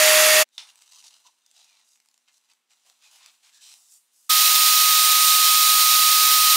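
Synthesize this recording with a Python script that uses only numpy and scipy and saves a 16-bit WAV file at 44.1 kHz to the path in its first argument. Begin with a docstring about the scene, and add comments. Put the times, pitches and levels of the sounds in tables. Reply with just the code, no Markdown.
"""First a loud nozzle jet close by, with a blower's whine in it: an electric pump blows up a latex balloon
in a quiet living room. The jet is noise coloured by hose and nozzle; the whine is a wandering harmonic tone.
The rush stops abruptly; hands near the centre stretch and knot a balloon's neck: it ticks, creaks, snaps once,
and palms slide over the skin, all of it stick-slip noise and short bursts ringing in latex and room.
Then the pump is heard again, abruptly and at full blast, with a higher whine and a brighter jet."""
import sys
import numpy as np
from scipy import signal
from scipy.fft import rfft, irfft, next_fast_len
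from scipy.io import wavfile

SR = 44100
rng = np.random.default_rng(int(sys.argv[2]) if len(sys.argv) > 2 else 0)


def file_out(sig):
    """Save sig as 16-bit WAV at sys.argv[1]."""
    # one column per channel
    cols = np.atleast_2d(sig).T
    # limit, then scale
    lim = np.clip(cols, -1, 1)
    pcm = np.round(lim * 32767).astype(np.int16)
    wavfile.write(sys.argv[1], SR, pcm)


N = 289296
TIME = np.arange(N) / SR   # seconds
BINS = np.fft.rfftfreq(N, 1 / SR)   # Hz

# The pump, heard twice. Each row: time in seconds, jet level in dB, whine level in dB.
FIRST_RUN = [(0, -14.5, -22.1), (0.43, -15, -23)]
SECOND_RUN = [(4.3, -15.5, -23.5), (4.4, -14.5, -27.5), (4.9, -15.5, -24.8), (6.56, -15, -23.5)]
FIRST_STOP_S, SECOND_START_S = 0.434, 4.292
FIRST_WHINE_HZ, SECOND_WHINE_HZ = 620.1, 1253.7
# Partials of each whine. Each row: multiple of the whine's pitch, level in dB relative to the whine level.
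FIRST_PARTIALS = [(1, 1), (2, -24), (3, -22.5)]
SECOND_PARTIALS = [(1, 1), (2, -29), (3, -21), (6, -16), (7, -9), (12, -32)]
# How the second whine's overtones rise and sink as the balloon fills. Each row: time in seconds, change in dB.
OVERTONE_SWELL = [(4.3, -4), (4.65, 3.5), (5.4, 3.5), (5.9, -2), (6.56, 1)]
# Colour of the jet. Each row: frequency in Hz, relative density in dB per Hz.
FIRST_JET = [(40, -51), (100, -42), (200, -27.5), (330, -14.5), (550, -7), (1000, -4), (2200, 3),
             (4000, -1.5), (7000, -1), (8300, -4), (10000, -2), (11500, -7), (13000, -6), (15700, -12.5)]
SECOND_JET = [(40, -57), (170, -52.5), (300, -41.5), (480, -31), (750, -16), (1100, -14), (2000, -6.5),
              (4200, 1.5), (6000, -2), (8100, -5.5), (10400, -6.5), (12500, -4), (14200, -1.5), (15700, -4)]
# Resonances of hose and nozzle. Each row: frequency in Hz, width in Hz, lift in dB.
FIRST_HOSE = [(1286, 170, 4.5), (1860, 150, 7), (2695, 140, 5), (3450, 160, 4.5), (4650, 260, 4),
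              (6770, 450, 3), (9150, 300, 2.5), (12300, 550, 4.5), (14400, 300, 2.5)]
SECOND_HOSE = [(2550, 53, 6.4), (3850, 270, 2.6), (5580, 120, 3.7), (6830, 290, 3.1), (8980, 760, 5.3),
               (13400, 230, 1.8)]
# Direction of the pump. Each row: frequency in Hz, left minus right in dB.
FIRST_PAN = [(700, -1.64), (2000, -3), (5500, -2.5), (8300, -3), (11000, 1.3), (13800, 4)]
SECOND_PAN = [(700, -0.85), (1300, -1.68), (2100, -2.1), (3500, -4), (5500, -3.5), (8300, -2.5),
              (10500, -4), (14000, -2)]
# Motor hum in the second run. Each row: frequency in Hz, level in dB.
MOTOR_HUM = [(128, -81), (240, -83)]

# How the room dies away. Each row: frequency in Hz, time to fall by 60 dB in seconds.
ROOM_T60 = [(300, 0.86), (3000, 0.23), (6000, 0.18), (12000, 0.62)]
# Colour of the still air. Each row: frequency in Hz, relative density in dB per Hz.
AIR_COLOUR = [(30, -36.5), (110, -26.5), (170, -7), (300, -2.5), (500, -3.5), (1000, -2), (2500, 2),
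              (6000, -4), (10000, -10.5), (15700, -16)]
AIR_DB, ROOM_HUM_HZ, ROOM_HUM_DB = -79, 242, -95

# Grip of the latex, from tying the neck to sliding palms.
# Each row: time in seconds, share of the friction that comes as separate slips (0-1).
GRIP = [(0.5, .25), (0.7, .78), (1.05, 0.7), (1.3, 0.45), (2.1, 0.55), (2.85, 0.5), (3.1, 0.28),
        (3.7, 0.22), (4.25, 0.15)]
# Strokes of fingers and palms on latex.
# Each row: start in seconds, end in seconds, rasp level in dB, lower and upper edge of the rasp in Hz.
STROKES = [(0.527, 0.582, -66, 3200, 8700), (0.67, 0.714, -59.5, 3000, 5400),
           (0.76, 0.912, -66, 3000, 7200), (0.916, 1.013, -54.5, 3380, 7000),
           (1.032, 1.086, -51, 3480, 6600), (1.1, 1.172, -63, 2700, 6700),
           (1.245, 1.277, -61.5, 3400, 5700), (1.545, 1.65, -61, 3280, 6100),
           (1.653, 1.831, -68, 2600, 5900), (1.847, 1.968, -67.5, 5900, 6440),
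           (2.279, 2.295, -59, 1100, 5500), (2.32, 2.38, -68, 4600, 7100),
           (2.492, 2.523, -65.5, 2100, 6600), (2.704, 2.739, -62.5, 2000, 7500),
           (2.853, 2.908, -65, 2500, 9200), (3.016, 3.087, -60.5, 2300, 7300),
           (3.106, 3.185, -58.5, 2500, 9300), (3.195, 3.299, -58.5, 2100, 5700),
           (3.33, 3.356, -70, 3000, 11000), (3.43, 3.496, -60.5, 2100, 7800),
           (3.528, 3.58, -58, 3900, 6500), (3.611, 3.742, -51.5, 3360, 7560),
           (3.745, 3.898, -62, 5330, 9000), (3.9, 3.974, -55.5, 6200, 9100),
           (4.125, 4.305, -64.5, 5600, 10500)]
# Between strokes the hands never quite leave the skin. Each row: time in seconds, rustle level in dB.
RESTING = [(0.46, -84), (0.7, -73), (1.2, -66.5), (1.4, -76), (1.55, -69.5), (2.2, -78.5), (2.45, -71.5),
           (2.65, -86), (2.78, -69), (3.05, -69.5), (4.1, -74.5)]
RESTING_LOW_HZ, RESTING_HIGH_HZ = 2900, 7800
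RESTING_BODY_DB = -12.5   # the body relative to the rustle
USUAL_RASP_DB, USUAL_LOW_HZ, USUAL_BODY_DB = -60, 3000, -77.5   # an ordinary stroke
BODY_FOLLOWS = 0.59   # dB of body per dB of rasp
BODY_LOSS_DB_PER_OCT = 15   # the body's loss as the rasp's lower edge rises: a light, bright touch
BALLOON_ECHO_S = 0.00103   # time that sound takes to cross the balloon
# Colour of the balloon's body. Each row: frequency in Hz, relative density in dB per Hz.
BODY_COLOUR = [(60, -45.5), (200, -32), (450, -18.5), (700, -3), (950, 0.5), (1350, -0.5), (1900, -5.5),
               (3000, -23)]
# Resonances of the stretched neck, until the knot is made. Each row: frequency in Hz, width in Hz, lift in dB.
NECK_MODES = [(2730, 190, 3), (3800, 330, 4), (4790, 250, 1.5), (6150, 600, 3.5), (7800, 500, 3),
              (9050, 500, 4)]
# Overall colour of the neck. Each row: frequency in Hz, relative density in dB.
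NECK_COLOUR = [(1500, -0.5), (4000, -1.5), (9300, -0.5), (10000, -2), (12200, 0.5), (14000, -2)]
# Resonances of the taut skin. Each row: frequency in Hz, width in Hz, lift in dB.
SKIN_MODES = [(2560, 170, 4), (3640, 120, 3.5), (4670, 210, -1), (5900, 500, 0.5), (7700, 760, 2)]
KNOT_MADE_S = 2.25

# Clear slips of the stretched neck and fingernail ticks. Each row: time in seconds, nominal direct peak in dB.
TICKS = [(0.4888, -53), (0.6914, -44), (0.7004, -44), (0.7567, -38), (0.7896, -45), (0.821, -38),
         (0.9223, -43), (1.0256, -39), (1.0442, -38), (1.463, -43), (1.5125, -45), (1.9579, -49),
         (2.0014, -45.5), (2.0592, -47), (2.0865, -45), (2.1421, -45.5), (2.1774, -47), (2.5351, -48),
         (2.8983, -42), (3.2605, -31), (3.7166, -34), (3.739, -35)]
# Colour of a tick. Each row: frequency in Hz, relative density in dB per Hz.
TICK_COLOUR = [(200, -37), (500, -22), (900, -2.5), (1600, -5.5), (2700, 0), (3800, -3.5), (5000, 3.5),
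               (7500, 1.5), (10000, -4.5), (15700, -14)]
TICK_CREST_DB = 9.5   # a tick's peak stands this far above its noise level
# Faint ones come by chance while the neck is tied.
TYING_START_S, FAINT_TICKS_PER_S, FAINT_TICK_DB, FAINT_TICK_SPREAD_DB = 0.54, 10, -53.5, 1

# Squeaks of skin dragging on the balloon.
# Each row: start in seconds, length in seconds, pitch at start and at end in Hz, level in dB.
SQUEAKS = [(0.518, 0.076, 3750, 3600, -70), (0.922, 0.082, 1023, 1130, -68), (1.032, 0.034, 970, 940, -62),
           (1.245, 0.058, 1002, 933, -63.5), (1.39, 0.26, 3750, 3250, -75), (1.536, 0.14, 759, 843, -74.5),
           (1.597, 0.22, 2650, 2240, -73), (2.847, 0.079, 660, 770, -72), (3.01, 0.1, 2550, 2480, -66),
           (3.124, 0.055, 990, 740, -75), (3.189, 0.11, 900, 1255, -67.5), (3.51, 0.13, 1710, 1690, -70)]

# The neck snaps free of a finger. Each row: time in seconds, reference level in dB.
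SNAP_AT = [(0.5797, -20.5)]
# Colour of the snap. Each row: frequency in Hz, relative density in dB per Hz.
SNAP_COLOUR = [(60, -68), (150, -54), (500, -29), (780, -7), (1900, -2.5), (2700, 6), (5500, 7.5),
               (7000, -2), (9300, -6), (11000, -19), (15700, -34)]
SNAP_RING_HZ, SNAP_RING_DB = 3560, -6   # dB relative to the snap's reference level

CUTOFF_HZ = 15700


def from_db(db):
    """Decibels to gain."""
    return 10 ** (np.asarray(db) / 20)


def rms_one(x):
    """Scale to unit rms."""
    return x / np.sqrt(np.mean(x ** 2) + 1e-20)


def in_time(rows):
    """Each column of a curve, sample by sample."""
    s, *columns = np.transpose(rows)
    return [np.interp(TIME, s, column) for column in columns]


def at_hz(points, hz):
    """Read a spectrum on a log-frequency axis."""
    point_hz, value = np.transpose(points)
    return np.interp(np.log(hz + 1e-3), np.log(point_hz), value)


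def colour(x, spectrum, resonances=()):
    """Causal filter with a smooth spectrum and resonant lifts on it; unit gain for white noise."""
    db = at_hz(spectrum, BINS)
    for hz, width, lift_db in resonances:
        db = db + lift_db / (1 + (2 * (BINS - hz) / width) ** 2)
    # folding the cepstrum onto positive times gives minimum phase
    cepstrum = irfft(np.log(rms_one(from_db(db))), N)
    cepstrum[1:N // 2] *= 2
    cepstrum[N // 2 + 1:] = 0
    response = np.exp(rfft(cepstrum))
    return irfft(rfft(x) * response, N)


def drift(rate_hz):
    """Slow random wander with unit rms: noise that falls away above the rate."""
    spectrum = rfft(rng.standard_normal(N)) / (1 + (BINS / rate_hz) ** 2)
    return rms_one(irfft(spectrum, N))


def pan(x, lean_db):
    """Place a sound between left (positive) and right, by one figure or one per frequency."""
    return np.array([irfft(rfft(x) * from_db(side * lean_db / 2), N) for side in (1, -1)])


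def room(x, wet_db):
    """Direct sound plus a diffuse tail that builds up over 11 ms and decays at a rate set by frequency."""
    t, tail = TIME[:SR // 2], 0
    edges_hz = np.geomspace(100, 17000, 9)
    for low, high in zip(edges_hz, edges_hz[1:]):
        bandpass = signal.butter(2, [low, high], "band", fs=SR, output="sos")
        band = signal.sosfilt(bandpass, rng.standard_normal(len(t)))
        tail = tail + band * 1000 ** (-t / at_hz(ROOM_T60, np.sqrt(low * high)))
    tail = tail * np.clip(t / 0.011, 0, 1)
    tail = tail / np.linalg.norm(tail)
    return x + from_db(wet_db) * signal.fftconvolve(x, tail)[:N]


def jet(spectrum, hose, flutter_db, wet_db):
    """Turbulence at the nozzle, fluttering in strength and coloured by the hose and the room."""
    turbulence = rng.standard_normal(N) * from_db(flutter_db * drift(60))
    return rms_one(colour(room(turbulence, wet_db), spectrum, hose))


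def whine(hz, partials, wander_hz, shimmer_db, swell_db=0):
    """The blower's nearly steady tone; the airflow makes its overtones swell and sink a little."""
    phase = 2 * np.pi * np.cumsum(hz + wander_hz * drift(13)) / SR
    tone = 0
    for multiple, db in partials:
        k = round(multiple)
        tremble_db = shimmer_db * np.log2(k) * drift(5.5) + swell_db * (k > 1)
        tone = tone + from_db(db + tremble_db) * np.sin(k * phase + rng.uniform(0, 2 * np.pi))
    return np.sqrt(2) * tone


def first_run():
    """The pump fills a balloon with a low whine; then the rush and whine break off abruptly, fading out within
    12 ms."""
    jet_db, whine_db = in_time(FIRST_RUN)
    air = from_db(jet_db) * jet(FIRST_JET, FIRST_HOSE, flutter_db=0.1, wet_db=-8)
    tone = from_db(whine_db) * whine(FIRST_WHINE_HZ, FIRST_PARTIALS, wander_hz=0.35, shimmer_db=1.24)
    left_s = FIRST_STOP_S - TIME
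    fade_out = np.clip(left_s / 0.012, 0, 1)
    # the faint end of the rush, around the stop
    faint_end = from_db(-25.5) * np.clip(1 - np.abs(left_s) / 0.011, 0, 1)
    return pan(air + tone, at_hz(FIRST_PAN, BINS)) * (fade_out + faint_end)


def still_air():
    """Faint room hiss and the wavering hum of a distant appliance."""
    hum = from_db(ROOM_HUM_DB) * np.sin(2 * np.pi * ROOM_HUM_HZ * TIME) * (1 + 0.4 * drift(8))
    hiss = from_db(AIR_DB) * colour(rng.standard_normal(N), AIR_COLOUR)
    return hiss + hum


def slips(per_s, spread_db, length_s):
    """Latex sticks and lets go at uneven intervals; each slip is a decaying pulse of its own size."""
    interval, size = rng.standard_normal((2000, 2)).T
    at = (np.cumsum(np.exp(0.5 * interval) / per_s) * SR).astype(int)
    inside = at < N
    starts = np.zeros(N)
    starts[at[inside]] = from_db(spread_db * np.tanh(size[inside]))
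    return rms_one(signal.lfilter([1], [1, -np.exp(-1 / (length_s * SR))], starts + 1e-18))


def contact(x, low_hz, high_hz, echo, spot_lift_db, spot_width_hz):
    """Colour of one touch: a band set by the contact, an echo across the balloon, a few modes of that spot."""
    x = signal.lfilter(*signal.butter(3, low_hz, "high", fs=SR), x)
    hz = np.fft.rfftfreq(len(x), 1 / SR)
    x = irfft(rfft(x) / np.sqrt(1 + (hz / high_hz) ** 6), len(x))
    lag = round(BALLOON_ECHO_S * SR) + rng.integers(-1, 2)
    x = x + echo * np.pad(x, (lag, 0))[:len(x)]
    modes_hz = np.geomspace(2600, 9000, 6) * rng.uniform(0.9, 1.1, size=6)
    for mode_hz in modes_hz:
        mode = signal.lfilter(*signal.iirpeak(mode_hz, mode_hz / spot_width_hz, fs=SR), x)
        x = x + (from_db(spot_lift_db) - 1) * mode
    return rms_one(x)


def rubbing(attack_s, release_s, swell):
    """Smooth friction, broken into slips by the grip, rasps on the skin and sounds in the balloon's body."""
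    slipping = slips(per_s=170, spread_db=5, length_s=0.0025)
    grips = np.clip(in_time(GRIP)[0], 0, 0.9)
    friction = np.sqrt(1 - grips + grips * slipping ** 2)
    skin_noise, body_noise = friction * rng.standard_normal((2, N))
    resting = from_db(in_time(RESTING)[0])
    skin = resting * contact(skin_noise, RESTING_LOW_HZ, RESTING_HIGH_HZ,
                             echo=0.2, spot_lift_db=3.5, spot_width_hz=200)
    body = resting * from_db(RESTING_BODY_DB) * body_noise
    for start_s, end_s, rasp_db, low_hz, high_hz in STROKES:
        # leave time for the onset before the stroke and its release after it
        first = round((start_s - 0.04) * SR)
        span = slice(first, first + next_fast_len(round((end_s - start_s + 0.14) * SR)))
        t, grip = TIME[span], grips[span].mean()
        bright_oct = np.log2(low_hz / USUAL_LOW_HZ)
        body_db = USUAL_BODY_DB + BODY_FOLLOWS * (rasp_db - USUAL_RASP_DB)
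        body_db -= BODY_LOSS_DB_PER_OCT * max(bright_oct, -0.25)
        along = np.clip((t - start_s) / (end_s - start_s), 0, 1)
        arch = 1 + swell * (np.sin(np.pi * along) - 2 / np.pi)
        # a gripping finger starts and stops with a jerk, a gliding one eases in and out
        rise = 0.5 + 0.5 * np.tanh((t - start_s) / (attack_s * (1 - grip)))
        fall = np.exp(-np.maximum(t - end_s, 0) / (release_s * (1 - grip)))
        pressure = arch * rise * fall
        rasp = contact(skin_noise[span], low_hz, high_hz, echo=0.4 * grip, spot_lift_db=6, spot_width_hz=200)
        skin[span] += from_db(rasp_db) * pressure * rasp
        body[span] += from_db(body_db) * pressure * body_noise[span]
    flat = [(1000, 0), (10000, 0)]
    tying = TIME < KNOT_MADE_S
    neck_sound = colour(skin * tying, NECK_COLOUR, NECK_MODES)
    skin_sound = colour(skin * ~tying, flat, SKIN_MODES)
    return room(neck_sound + skin_sound + colour(body, BODY_COLOUR), wet_db=-8.5)


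def bursts(events, length_s):
    """Envelope of sudden releases that hold for a moment and collapse."""
    out = np.zeros(N)
    shape = np.exp(-(TIME[:SR // 50] / length_s) ** 2)
    for s, db in events:
        at = round(s * SR)
        out[at:at + len(shape)] += from_db(db) * shape
    return out


def ticks():
    """Single slips of the neck and touches of the nails, with a scatter of faint ones during the tying."""
    wait, size = rng.standard_normal(size=(60, 2)).T
    times = TYING_START_S + np.cumsum(np.exp(0.5 * wait)) / FAINT_TICKS_PER_S
    levels_db = FAINT_TICK_DB + FAINT_TICK_SPREAD_DB * size
    faint = [(s, db) for s, db in zip(times, levels_db) if s < KNOT_MADE_S]
    touch = bursts(list(TICKS) + faint, length_s=0.0022) * rng.standard_normal(N)
    return room(from_db(-TICK_CREST_DB) * colour(touch, TICK_COLOUR, SKIN_MODES), wet_db=-5)


def squeaks(width_hz):
    """Friction excites one broad mode of the skin, which glides as the finger changes its tension."""
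    out = np.zeros(N)
    drive = (drift(width_hz) + 1j * drift(width_hz)) / np.sqrt(2)
    for s, length_s, start_hz, end_hz, db in SQUEAKS:
        along = np.clip((TIME - s) / length_s, 0, 1)
        phase = 2 * np.pi * np.cumsum(start_hz + (end_hz - start_hz) * along) / SR
        arch = np.sqrt(np.abs(np.sin(np.pi * along)))
        out += from_db(db) * arch * np.real(drive * np.exp(1j * phase))
    return room(np.sqrt(2) * out, wet_db=-15)


def snap():
    """The taut neck whips back with a crack that fills the room, and rings for a few milliseconds."""
    release = bursts(SNAP_AT, length_s=0.0047)
    click = np.maximum(np.diff(release, prepend=0), 0)   # only the sudden onset
    crack = from_db(7) * colour(click, SNAP_COLOUR)
    slap = from_db(-10) * colour(release * rng.standard_normal(N), SNAP_COLOUR)
    ring = from_db(SNAP_RING_DB) * release * np.sin(2 * np.pi * SNAP_RING_HZ * TIME)
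    ring = signal.lfilter(*signal.butter(2, SNAP_RING_HZ / 2, "high", fs=SR), ring)
    echoes = room(crack, wet_db=4) - crack
    return from_db(-2) * crack + echoes + room(slap + ring, wet_db=-4)


def second_run():
    """The pump again, abruptly and at full blast: a whine about an octave higher, a faint unsteady motor hum."""
    jet_db, whine_db = in_time(SECOND_RUN)
    air = from_db(jet_db) * jet(SECOND_JET, SECOND_HOSE, flutter_db=0.5, wet_db=-11)
    tone = from_db(whine_db) * whine(SECOND_WHINE_HZ, SECOND_PARTIALS, wander_hz=0.417, shimmer_db=0.2,
                                     swell_db=in_time(OVERTONE_SWELL)[0])
    hum = sum(from_db(db) * np.sin(2 * np.pi * hz * TIME) * drift(7) for hz, db in MOTOR_HUM)
    fade_in = np.clip((TIME - SECOND_START_S) / 0.0096, 0, 1)
    return pan(air + tone + hum, at_hz(SECOND_PAN, BINS)) * fade_in


def scene():
    """The pump mostly a little to the right, the hands and the still air almost in the middle."""
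    hands = rubbing(attack_s=0.015, release_s=0.017, swell=0.33) + squeaks(width_hz=110) + ticks() + snap()
    near = pan(hands + still_air(), lean_db=-0.3)
    return first_run() + second_run() + near


def record(dry):
    """At the microphones the top is cut steeply, by an elliptic low-pass."""
    return signal.sosfilt(signal.ellip(14, 0.05, 90, CUTOFF_HZ, fs=SR, output="sos"), dry)


dry = scene()
out = record(dry)
file_out(out)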